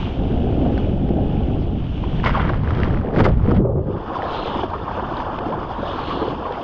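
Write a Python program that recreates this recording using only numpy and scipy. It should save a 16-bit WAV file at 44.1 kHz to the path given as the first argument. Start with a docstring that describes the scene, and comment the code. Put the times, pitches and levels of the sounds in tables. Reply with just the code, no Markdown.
"""A surfer rides a wave, a camera close to the board: the wake rushes and throws spray while wind and
water buffet the microphone port. At 2.25 s the surfer falls; the lip crashes over the camera in
churning white water, slaps and drops. At 3.6 s the camera sinks and big bubbles gurgle.
At 4 s it surfaces, and three arm strokes slosh and fizz beside the board."""
import sys
import numpy as np
from scipy import signal
from scipy.fft import rfft, irfft, next_fast_len
from scipy.io import wavfile
from scipy.ndimage import uniform_filter1d, map_coordinates

SR = 44100
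rng = np.random.default_rng(int(sys.argv[2]) if len(sys.argv) > 2 else 0)


def wrap_up_sound(samples):
    """Save the sound to the file named by the first command line argument, as 16-bit audio."""
    columns = np.atleast_2d(samples).T
    # keep every value between -1 and 1, then stretch to whole-number steps
    tamed = np.clip(columns, -1, 1)
    steps = np.round(tamed * 32767).astype(np.int16)
    wavfile.write(sys.argv[1], SR, steps)


N = 292383

FALL_S, DIVE_S, SURFACE_S = 2.25, 3.59, 3.978
# Tick of water on the housing. Each row: frequency in Hz, gain in dB.
TICK_SPECTRUM = [(500, -15), (1300, 3.5), (2200, -1.5), (3500, -8.5), (5500, -20), (7000, -35),
                 (10000, -60.5)]


def riding():
    """The rail cuts a rushing wake and throws a fine, even spray."""
    # Each row: time in seconds, relative level in dB.
    wake_levels = [(.05, -30.5), (.25, -26.5), (.35, -22), (.53, -23.5), (.62, -19.5), (.76, -23),
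                   (1.03, -27), (1.09, -22), (1.19, -20.5), (1.28, -24), (1.57, -25.5), (1.66, -28.5),
                   (1.79, -30), (1.86, -37), (2.03, -30.5), (2.2, -29)]
    spray_levels = [(0.0, -38), (0.19, -45.5), (.6, -46), (0.81, -44.5), (.95, -48.5), (1.2, -50),
                    (1.35, -46.5), (1.71, -49.5), (2.2, -42)]
    # Each row: frequency in Hz, gain in dB.
    wake_spectrum = [(100, -16), (170, -5), (230, 1), (300, -0.5), (400, -4), (600, -10), (810, -10.5),
                     (1020, -34.5), (1500, -30.5), (2000, -42.5), (6000, -100.5)]
    spray_spectrum = [(400, -2.5), (850, -0.5), (1300, -7), (2000, -14), (2500, -8.5), (3000, -4),
                      (3400, -8), (4000, -20.5), (5000, -25.5), (6300, -33), (7500, -43.5), (10000, -57)]
    wake_bubbles = bubble_cloud(155.7, 1743, per_s=450, cycles=7.5, spread_db=1)
    wake = water(wake_spectrum, wake_bubbles, hiss_db=11)
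    spray_bubbles = bubble_cloud(734, 7600, per_s=900, cycles=5.7, spread_db=3.5, ring_samples=300)
    spray = water(spray_spectrum, spray_bubbles, hiss_db=9.5)
    return amp(0.5) * gain_curve(wake_levels) * wake + amp(4.5) * gain_curve(spray_levels) * spray


def tumbling():
    """White water churns round the camera in surges; its foam crackles on the housing."""
    # Each row: start in seconds, hold in seconds, relative churn and foam levels in dB.
    surges = [(2.24, 0.028, -27, -26), (2.386, 0.17, -28.5, -34), (2.69, 0.076, -29.5, -34),
              (2.81, 0.071, -27, -33), (2.89, 0.078, -26.5, -39.5), (3.068, 0.095, -25, -55),
              (3.183, 0.077, -20, -39), (3.49, 0.058, -22.5, -39)]
    # Each row: frequency in Hz, gain in dB.
    churn_spectrum = [(110, -13), (190, -3), (300, -1.5), (450, -2.5), (620, -6.5), (850, -10.5),
                      (1300, -31), (6000, -85)]
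    foam_spectrum = [(500, -20), (1000, 2), (1300, -2.5), (1600, -6), (2000, -8.5), (2600, -14),
                     (3200, -12.5), (4000, -24.5), (4900, -27.5), (6000, -36), (7500, -49.5), (10000, -78)]
    bed = envelope(FALL_S, DIVE_S - FALL_S, attack_s=0.016, release_s=0.025)
    churn_gain, foam_gain = amp(-33.5) * bed, amp(-42.5) * bed
    for start_s, hold_s, churn_db, foam_db in surges:
        surge = envelope(start_s, hold_s, attack_s=0.056, release_s=0.044) * bed
        churn_gain = np.hypot(churn_gain, amp(churn_db) * surge)
        foam_gain = np.hypot(foam_gain, amp(foam_db) * surge)
    churn_gain *= 1 - 0.4 * envelope(3.6, 0.11, attack_s=0.011, release_s=0.038)  # dip below the surface
    churn_bubbles = bubble_cloud(152, 1224, per_s=300, cycles=5.6, spread_db=1.5)
    churn = water(churn_spectrum, churn_bubbles, hiss_db=11)
    foam_bubbles = bubble_cloud(870, 7000, per_s=520, cycles=3, spread_db=4.5, ring_samples=300)
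    foam = water(foam_spectrum, foam_bubbles, hiss_db=7) * flutter(rate_hz=130, depth_db=1)
    return churn_gain * churn + amp(-0.8) * foam_gain * foam


def submerged():
    """Under water the flow drums softly on the housing and big bubbles leave in gulps."""
    # Each row: start in seconds, hold in seconds, level in dB.
    gulps = [(3.598, 0.027, -16.5), (3.648, 0.076, -18.5), (3.76, 0.031, -19), (3.87, 0.03, -23.5)]
    # Each row: frequency in Hz, gain in dB.
    gurgle_spectrum = [(40, -14), (80, 16), (150, 12), (200, 4.5), (270, -9), (370, -3), (550, -5.5),
                       (680, -15.5), (1250, -23), (1550, -36.5), (2100, -48.5), (3200, -54), (5000, -67.5),
                       (8000, -84), (12000, -105)]
    gain = amp(-26.5) * envelope(DIVE_S, SURFACE_S - DIVE_S, attack_s=0.025, release_s=0.026)
    for start_s, hold_s, db in gulps:
        gain = np.hypot(gain, amp(db) * envelope(start_s, hold_s, attack_s=0.014, release_s=0.016))
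    big_bubbles = bubble_cloud(238, 1337, per_s=770, cycles=20.6, spread_db=3)
    return gain * water(gurgle_spectrum, big_bubbles, hiss_db=7)


def paddling(drain_s=0.28, entry_over_fizz_db=11.5):
    """Water laps the board; each stroke sloshes in, leaves foam, shoves water aside, then lulls."""
    # Each row: hand entry in seconds, relative push and fizz levels in dB, fizz hold in seconds,
    # lull depth from 0 to 1, hand exit in seconds.
    strokes = [(4.203, -33.5, -43, 0.36, 0.44, 4.68), (5.118, -40, -47, 0.016, 0.4, 5.67),
               (5.878, -29, -42.5, 0.35, 0.24, 6.37)]
    # Each row: frequency in Hz, gain in dB.
    surge_spectrum = [(80, -30.5), (170, -4), (330, 1.5), (480, 1), (650, -7), (1000, -17.5), (6000, -99)]
    slosh_spectrum = [(300, -26), (550, -4.5), (750, 0), (1080, 0.5), (1300, -4.5), (1500, -9.5),
                      (1750, -14), (2100, -31.5), (3000, -30), (8000, -80.5)]
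    fizz_spectrum = [(1300, -9.5), (2000, -10.5), (2500, -9), (2950, -4), (3500, -5.5), (3950, -20),
                     (4400, -15.5), (5100, -17), (5600, -26.5), (6400, -29.5), (7500, -40.5),
                     (10000, -63.5)]
    afloat = envelope(SURFACE_S, N / SR, attack_s=0.26, release_s=0.1)
    drained = envelope(SURFACE_S + drain_s, N / SR, attack_s=0.31, release_s=0.1)  # the port runs clear
    surge_gain, slosh_gain, fizz_gain = amp(-31.5) * afloat, amp(-29) * drained, amp(-46.5) * drained
    stir = np.ones(N)
    for entry_s, push_db, fizz_db, fizz_s, lull_depth, exit_s in strokes:
        entry = envelope(entry_s, 0.13, attack_s=0.19, release_s=0.13)
        foam = envelope(entry_s + 0.081, fizz_s, attack_s=0.16, release_s=0.016)
        pull = envelope(entry_s + 0.37, 0.069, attack_s=0.19, release_s=0.13)
        slosh_gain = np.hypot(slosh_gain, amp(fizz_db + entry_over_fizz_db) * entry)
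        fizz_gain = np.hypot(fizz_gain, amp(fizz_db) * foam)
        surge_gain = np.hypot(surge_gain, amp(push_db) * pull)
        stir *= 1 - lull_depth * envelope(exit_s, 0.015, attack_s=0.03, release_s=0.13)
    surge_bubbles = bubble_cloud(133.2, 795, per_s=320, cycles=9.1, spread_db=2)
    surge = water(surge_spectrum, surge_bubbles, hiss_db=9.5)
    slosh_bubbles = bubble_cloud(453.3, 2450, per_s=600, cycles=25.3, spread_db=1.5)
    slosh = water(slosh_spectrum, slosh_bubbles, hiss_db=8) * flutter(rate_hz=22, depth_db=0.8)
    fizz_bubbles = bubble_cloud(1600, 7000, per_s=700, cycles=48, spread_db=0, ring_samples=700)
    fizz = water(fizz_spectrum, fizz_bubbles, hiss_db=6) * flutter(rate_hz=25, depth_db=1.5)
    lapping = amp(-0.5) * surge_gain * surge + amp(-0.3) * slosh_gain * slosh
    return stir * lapping + np.sqrt(stir) * amp(-0.5) * fizz_gain * fizz


def slaps(decay_per_cycle=3.325, crack_db=-13):
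    """Solid water strikes the housing: a hard push that rebounds once or twice, a crack on top."""
    # Each row: start in seconds, relative peak in dB, pitch in Hz.
    strikes = [(2.261, -6.5, 1000), (2.272, -10, 1700), (2.351, -13.5, 1065), (2.359, -14, 1150),
               (2.397, -15, 1320), (2.497, -12, 1150), (2.502, -13, 510), (2.834, -17, 1900),
               (3.05, -21, 730), (3.206, -5.5, 1300), (3.264, -5.5, 520), (4.23, -10, 680),
               (4.634, -18, 750), (4.639, -14, 330), (4.976, -11, 600), (4.997, -18, 950)]
    track = np.zeros(N)
    t = np.arange(SR // 30) / SR
    for start_s, db, hz in strikes:
        turns = t * hz
        push = np.sin(2 * np.pi * turns) * turns ** 2 * np.exp(-decay_per_cycle * turns)
        crack = tick(t, attack_s=0.00053, decay_s=0.001)
        add(track, start_s, amp(db) * (push / np.abs(push).max() + amp(crack_db) * crack))
    return coloured(track, [(4000, -2), (7500, -17.5), (11000, -35)])


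def sheets(width_octaves=0.97, spiky_db=4.5, lead_s=0.015):
    """Sheets of water hit the housing, each led by its spray: spiky bursts with a broad peak."""
    # Each row: start in seconds, relative level in dB, length in seconds, peak in Hz, treble in dB.
    hits = [(1.605, -43.5, 0.036, 4000, 10), (2.255, -19.5, 0.058, 2000, 0.5),
            (2.342, -23, 0.024, 1440, -6), (2.352, -22, 0.054, 950, -12), (2.396, -26.5, 0.047, 1440, -11),
            (2.447, -27.5, 0.039, 1200, -17), (2.489, -22, 0.015, 1300, -17), (3.159, -22, 0.018, 500, -6),
            (3.184, -22, 0.032, 1690, -6), (3.197, -16, 0.017, 600, 4), (3.251, -16.5, 0.011, 2000, 8.5),
            (3.27, -27, 0.027, 700, -2), (3.507, -26.5, 0.013, 1000, 4), (3.558, -34, 0.02, 2810, -3),
            (3.975, -36.5, 0.017, 1100, -21), (6.535, -38, 0.041, 2960, -5)]
    # Each row: frequency in Hz, gain in dB.
    sheet_spectrum = [(150, 3.5), (350, 2.5), (1000, 2), (1550, 1), (1750, -7.5), (2100, -2.5),
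                      (2550, -12.5), (3050, -11), (3500, -13), (4000, -20), (4900, -20), (6000, -33),
                      (8000, -50), (12000, -55.5)]
    track = np.zeros(N)
    t = np.arange(SR // 5) / SR
    leading_spray = [(start_s - lead_s, db - 5, lead_s, hz * 1.5, treble_db + 3.5)
                     for start_s, db, _, hz, treble_db in hits]
    for start_s, db, length_s, hz, treble_db in list(hits) + leading_spray:
        swell = (1 - np.exp(-t / 0.0033)) * np.exp(-(t / length_s) ** 2)
        patter = rng.standard_normal(len(t))
        patter *= amp(spiky_db * np.repeat(rng.standard_normal(len(t)), 20)[:len(t)])
        peak = [(hz / 2 ** width_octaves, -7), (hz, 0), (hz * 2 ** width_octaves, -7)]
        body = coloured(coloured(patter, peak), sheet_spectrum)
        burst = coloured(body, [(3000, 0.0062), (7500, treble_db)])
        add(track, start_s, amp(db) * swell * unit(burst))
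    return amp(-1) * track


def glugs(waver_rad=0.59, splash_db=-13, shed_db=-9):
    """An air pocket rings with a splash, glides as it opens or is squeezed, and sheds two bubbles."""
    # Each row: time in seconds, relative peak in dB, pitch in Hz, glide in octaves, decay in seconds.
    pockets = [(0.665, -23, 714, 0, .018), (2.271, -19, 1650, -0.3, 0.0062), (2.299, -23, 1400, .1, 0.0099),
               (2.341, -22, 1400, 0, 0.0049), (2.354, -17, 1120, -0.3, .014), (2.382, -20, 800, -.1, 0.012),
               (2.39, -20, 1000, 0.1, 0.011), (2.418, -27, 1860, -.1, .006),
               (3.052, -25, 730, -0.1, 0.0054), (3.081, -29, 850, -.1, 0.011), (3.104, -26, 709, .2, 0.01),
               (3.205, -11, 434, 0.14, 0.006), (3.216, -4.5, 266.5, .2, 0.0067),
               (3.251, -18.5, 2070, -.2, 0.0029), (3.263, -13, 1250, -.6, 0.0054),
               (3.277, -10.5, 543, -0.2, 0.0051), (3.292, -27, 1200, -.1, 0.0068),
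               (3.295, -17, 618, -.2, 0.0065), (3.526, -11.5, 294, -0.19, 0.008),
               (3.59, -8.5, 191, 0, 0.024), (3.607, -10.5, 326.4, -0.43, 0.0055),
               (3.654, -15.5, 553, 0.011, 0.0059), (3.759, -19.5, 377, .1, 0.0097),
               (3.785, -21.5, 532.4, 0.19, 0.019), (3.881, -19.5, 559, -0.21, 0.0041),
               (4.19, -18.5, 784, 0.22, 0.0067), (4.235, -18, 536, -.6, 0.0047),
               (4.265, -24, 738, -.1, .018), (4.459, -19, 451, -0.55, 0.0045), (4.551, -18, 970, .1, .009),
               (4.563, -14.5, 262, -0.27, 0.0074), (4.593, -15.5, 950, -.1, 0.0063),
               (4.636, -18.5, 770, -.3, 0.0085), (4.639, -16, 388.4, -0.53, 0.0072),
               (4.7, -24, 1038, 0.27, 0.004), (4.738, -15.5, 983, 0.38, 0.0094),
               (4.86, -20, 990, -.1, 0.0055), (4.883, -16.5, 950, -0.38, 0.0066),
               (4.914, -18, 897, .2, 0.0068), (4.98, -16.5, 499, 0.1, 0.012),
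               (4.995, -17.5, 920, 0.2, 0.008), (5.03, -19.5, 366, -0.22, 0.013),
               (5.122, -18, 351, .1, 0.0046), (5.205, -17, 930, -.1, 0.0063), (5.27, -20, 599, .1, 0.0053),
               (5.461, -20, 767, .3, 0.0079), (5.467, -14, 291, 0.057, 0.0068),
               (5.508, -15.5, 540, .15, 0.0079), (5.526, -17.5, 193, -0.53, 0.019),
               (5.527, -18, 970, 0.14, 0.009), (5.58, -18.5, 391, -0.08, 0.006),
               (5.632, -19, 1000, 0.11, 0.005), (5.713, -15, 767, 0.059, 0.0047),
               (5.735, -25, 900, -.3, 0.0061), (5.791, -16, 254.6, .2, 0.0084),
               (5.832, -15.5, 561, .1, 0.0075), (6.115, -18.5, 1110, .1, 0.022),
               (6.222, -15.5, 435.3, 0.013, 0.016), (6.281, -14.5, 373, 0.7, 0.0046),
               (6.313, -16.5, 284.2, .1, 0.0082), (6.328, -20, 324.5, -0.075, 0.0082),
               (6.405, -22, 463, .1, .006), (6.458, -17.5, 1055, 0, 0.0093), (6.468, -16, 491, 0.29, .007),
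               (6.51, -19.5, 457, .2, 0.011)]
    track = np.zeros(N)
    t = np.arange(SR // 6) / SR - 1 / 20
    for peak_s, db, hz, glide_octaves, decay_s in pockets:
        age = t / decay_s
        swell = np.exp(-(np.minimum(age, 0) / 0.63) ** 2 - np.maximum(age, 0) ** 0.96)
        turns = np.cumsum(hz * 2 ** (glide_octaves * np.tanh(age))) / SR
        wall_shake = waver_rad * map_coordinates(rng.standard_normal(256), [turns / 2], mode="wrap")
        ring = np.sin(2 * np.pi * turns + wall_shake)
        splash = noise(len(t), [(hz / 4, -8), (hz, 0), (2 * hz, -9), (5 * hz, -36), (10 * hz, -80)])
        add(track, peak_s + t[0], amp(db) * swell * (ring + amp(splash_db) * splash))
        for lateness, pitch in rng.random((2, 2)):
            shed_hz = hz * (0.692 + 0.45 * pitch)
            shed = bubble(t[t >= 0] * shed_hz, cycles=14, rise=0.17)
            add(track, peak_s + 0.024 * lateness, amp(db + shed_db) * shed)
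    return amp(-3) * track


def drops():
    """A drop ticks on the housing and traps one small bubble."""
    # Each row: start in seconds, relative level in dB, pitch in Hz, tick against bubble in dB.
    landings = [(.651, -31, 1050, -10), (.778, -16.5, 1490, -11), (1.089, -30.5, 1750, -2.5),
                (2.038, -17, 970, -17), (2.199, -24, 1750, -13), (2.452, -21, 1820, -12),
                (2.492, -16, 1540, -11), (2.574, -31, 1410, -7), (2.634, -21, 904, -15),
                (2.675, -18, 1580, -20), (2.706, -16, 1260, -13.5), (2.772, -25, 1230, -8),
                (2.79, -25, 1260, -9), (2.801, -19.5, 1430, -10), (2.833, -14, 1790, -8.5),
                (2.928, -25, 1360, -10), (2.939, -24, 1360, -11), (2.974, -27, 1460, -8),
                (2.988, -29, 1205, -9), (3.011, -28, 1480, -11), (3.07, -27, 1690, -15),
                (3.138, -25, 1690, -12), (3.161, -19, 1840, -10), (3.516, -14.5, 1240, -28),
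                (4.221, -17.5, 1777, -16), (4.634, -27, 3100, -8), (4.704, -36, 3840, -9),
                (5.17, -25.5, 3770, -16), (5.202, -23, 1640, -10), (5.388, -22, 2550, -5),
                (6.523, -28, 3250, -1)]
    track = np.zeros(N)
    t = np.arange(SR // 20) / SR
    for start_s, db, hz, tick_db in landings:
        impact = amp(tick_db) * tick(t, attack_s=0.00041, decay_s=0.0023)
        add(track, start_s, amp(db) * (bubble(t * hz, cycles=13, rise=0.039) + impact))
    return amp(-0.5) * coloured(track, [(5500, 0), (7500, -10.5), (11000, -30)])


def sizzles(width_hz=300):
    """Air driven under by the lip or a stroke rings in a band that drifts as bubbles merge and burst."""
    # Each row: centre in seconds, relative level in dB, half length in seconds, first and last Hz.
    clouds = [(2.35, -39, 0.015, 3060, 3000), (2.414, -39, 0.017, 3100, 3080),
              (4.395, -45, 0.12, 3880, 3840), (4.438, -44, 0.12, 3060, 2980),
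              (4.557, -42, 0.081, 3360, 3150), (5.898, -45.5, 0.1, 3635, 3175),
              (6.102, -49.5, 0.18, 3970, 4140), (6.144, -42.5, .14, 3040, 3190)]
    track = np.zeros(N)
    t = np.arange(SR) / SR - 0.5
    for centre_s, db, half_s, first_hz, last_hz in clouds:
        hz = np.interp(t, [-half_s, half_s], [first_hz, last_hz])
        swarm = noise(len(t), [(width_hz, 0), (2 * width_hz, -16), (8 * width_hz, -75)])
        ring = np.sqrt(2) * np.sin(2 * np.pi * np.cumsum(hz) / SR)
        add(track, centre_s + t[0], amp(db) * np.exp(-(t / half_s) ** 2) * swarm * ring)
    return amp(0.5) * track


def buffeting():
    """Eddies of air and water press on the port; the flow holds their strength fairly even."""
    # Each row: time in seconds, relative level in dB.
    levels = [(0, -21.5), (.12, -25), (.22, -19), (1.5, -19), (1.98, -22.5), (2.25, -18), (2.6, -18.5),
              (2.98, -17), (3.1, -29.5), (3.2, -14), (3.57, -15.5), (3.66, -24), (3.9, -29.5), (4.07, -35),
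              (4.57, -30), (5.2, -31.5), (6.33, -31.5), (6.63, -40)]
    # Each row: frequency in Hz, gain in dB.
    rumble_spectrum = [(12, -6), (28, -2), (55, 0), (85, 0), (150, -4), (210, -9), (320, -23.5),
                       (700, -70.5), (3000, -110)]
    eddies = noise(N, rumble_spectrum)
    running_rms = np.sqrt(np.abs(uniform_filter1d(eddies ** 2, size=4000)) + 1e-6)
    return amp(-1.12) * gain_curve(levels) * eddies / running_rms


def water(spectrum, cloud, hiss_db):
    """Single bubbles over the blur of countless small ones, rms 1."""
    return unit(coloured(cloud + amp(hiss_db) * rng.standard_normal(N), spectrum))


def bubble_cloud(low_hz, high_hz, per_s, cycles, spread_db, ring_samples=1500):
    """Bubbles of random time, strength and pitch, flat in spectrum, rms 1."""
    when, pitch, strength = rng.random((int(per_s * N / SR), 3)).T
    hz = low_hz * (high_hz / low_hz) ** pitch
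    gain = amp(-spread_db * np.log(np.maximum(strength, 0.03))) * np.sqrt(hz)
    offsets = np.arange(ring_samples)
    turns = np.linspace(0, 2 * cycles, 2048)
    rings = np.interp(hz[:, None] * offsets / SR, turns, bubble(turns, cycles, rise=0.21))
    index = (when * N).astype(int)[:, None] + offsets
    return unit(np.bincount(index.ravel(), (gain[:, None] * rings).ravel(), N)[:N])


def bubble(turns, cycles, rise):
    """A bubble rings down 40 dB in `cycles` periods, its pitch rising as it nears the surface."""
    age = turns / cycles
    ring = np.sin(2 * np.pi * turns * (1 + rise * age / 2))
    return ring * np.exp(-np.log(100) * age) * (1 - np.exp(-2 * turns))


def tick(t, attack_s, decay_s):
    """Noise burst of water meeting the housing."""
    return noise(len(t), TICK_SPECTRUM) * np.exp(-t / decay_s) * (1 - np.exp(-t / attack_s))


def envelope(start_s, hold_s, attack_s, release_s):
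    """Gain that swells up to start_s, holds, then dies away."""
    t = np.arange(N) / SR - start_s
    return np.exp(-(np.minimum(t, 0) / attack_s) ** 2 - np.maximum(t - hold_s, 0) / release_s)


def gain_curve(points, fade_s=0.11):
    """Gain through (seconds, dB) points, fading out beyond both ends."""
    times_s, db = np.transpose(points)
    t = np.arange(N) / SR
    gate = np.clip(1 + np.minimum(t - times_s[0], times_s[-1] - t) / fade_s, 0, 1)
    return gate * amp(np.interp(t, times_s, db))


def flutter(rate_hz, depth_db):
    """Smooth random gain, rms 1."""
    knots = rng.standard_normal(4096)
    return unit(amp(depth_db * map_coordinates(knots, [np.arange(N) * rate_hz / SR], mode="wrap")))


def noise(samples, spectrum):
    """Coloured noise, rms 1."""
    return unit(coloured(rng.standard_normal(samples), spectrum))


def coloured(x, spectrum):
    """Minimum-phase filter through (Hz, dB) points."""
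    size = next_fast_len(len(x) + 8192, real=True)
    hz, db = np.transpose(spectrum)
    gain = amp(np.interp(np.log(np.fft.rfftfreq(size, 1 / SR) + 1), np.log(hz), db))
    cepstrum = irfft(np.log(gain), size)
    cepstrum[1:size // 2] *= 2
    cepstrum[size // 2 + 1:] = 0
    return irfft(rfft(x, size) * np.exp(rfft(cepstrum)), size)[:len(x)]


def add(track, start_s, sound):
    """Mix a sound into a track."""
    part = track[max(round(start_s * SR), 0):][:len(sound)]
    part += sound[:len(part)]


def amp(db):
    """Decibels to gain."""
    return 10 ** (np.asarray(db) / 20)


def unit(x):
    """Scale to rms 1."""
    return x / np.sqrt(np.mean(x ** 2) + 1e-20)


def scene():
    """All sources at one microphone."""
    impacts = sheets() + slaps() + drops() + glugs()
    return (buffeting() + riding() + tumbling() + submerged() + paddling() + sizzles() + impacts)[None]


def record(dry):
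    """The waterproof membrane dulls the treble; the band ends at 14 kHz."""
    dull = coloured(dry[0], [(6500, 0.5), (8000, -1.5), (11000, -5)])
    return signal.sosfilt(signal.butter(12, 14000, fs=SR, output="sos"), dull)[None]


dry = scene()
out = record(dry)
wrap_up_sound(out)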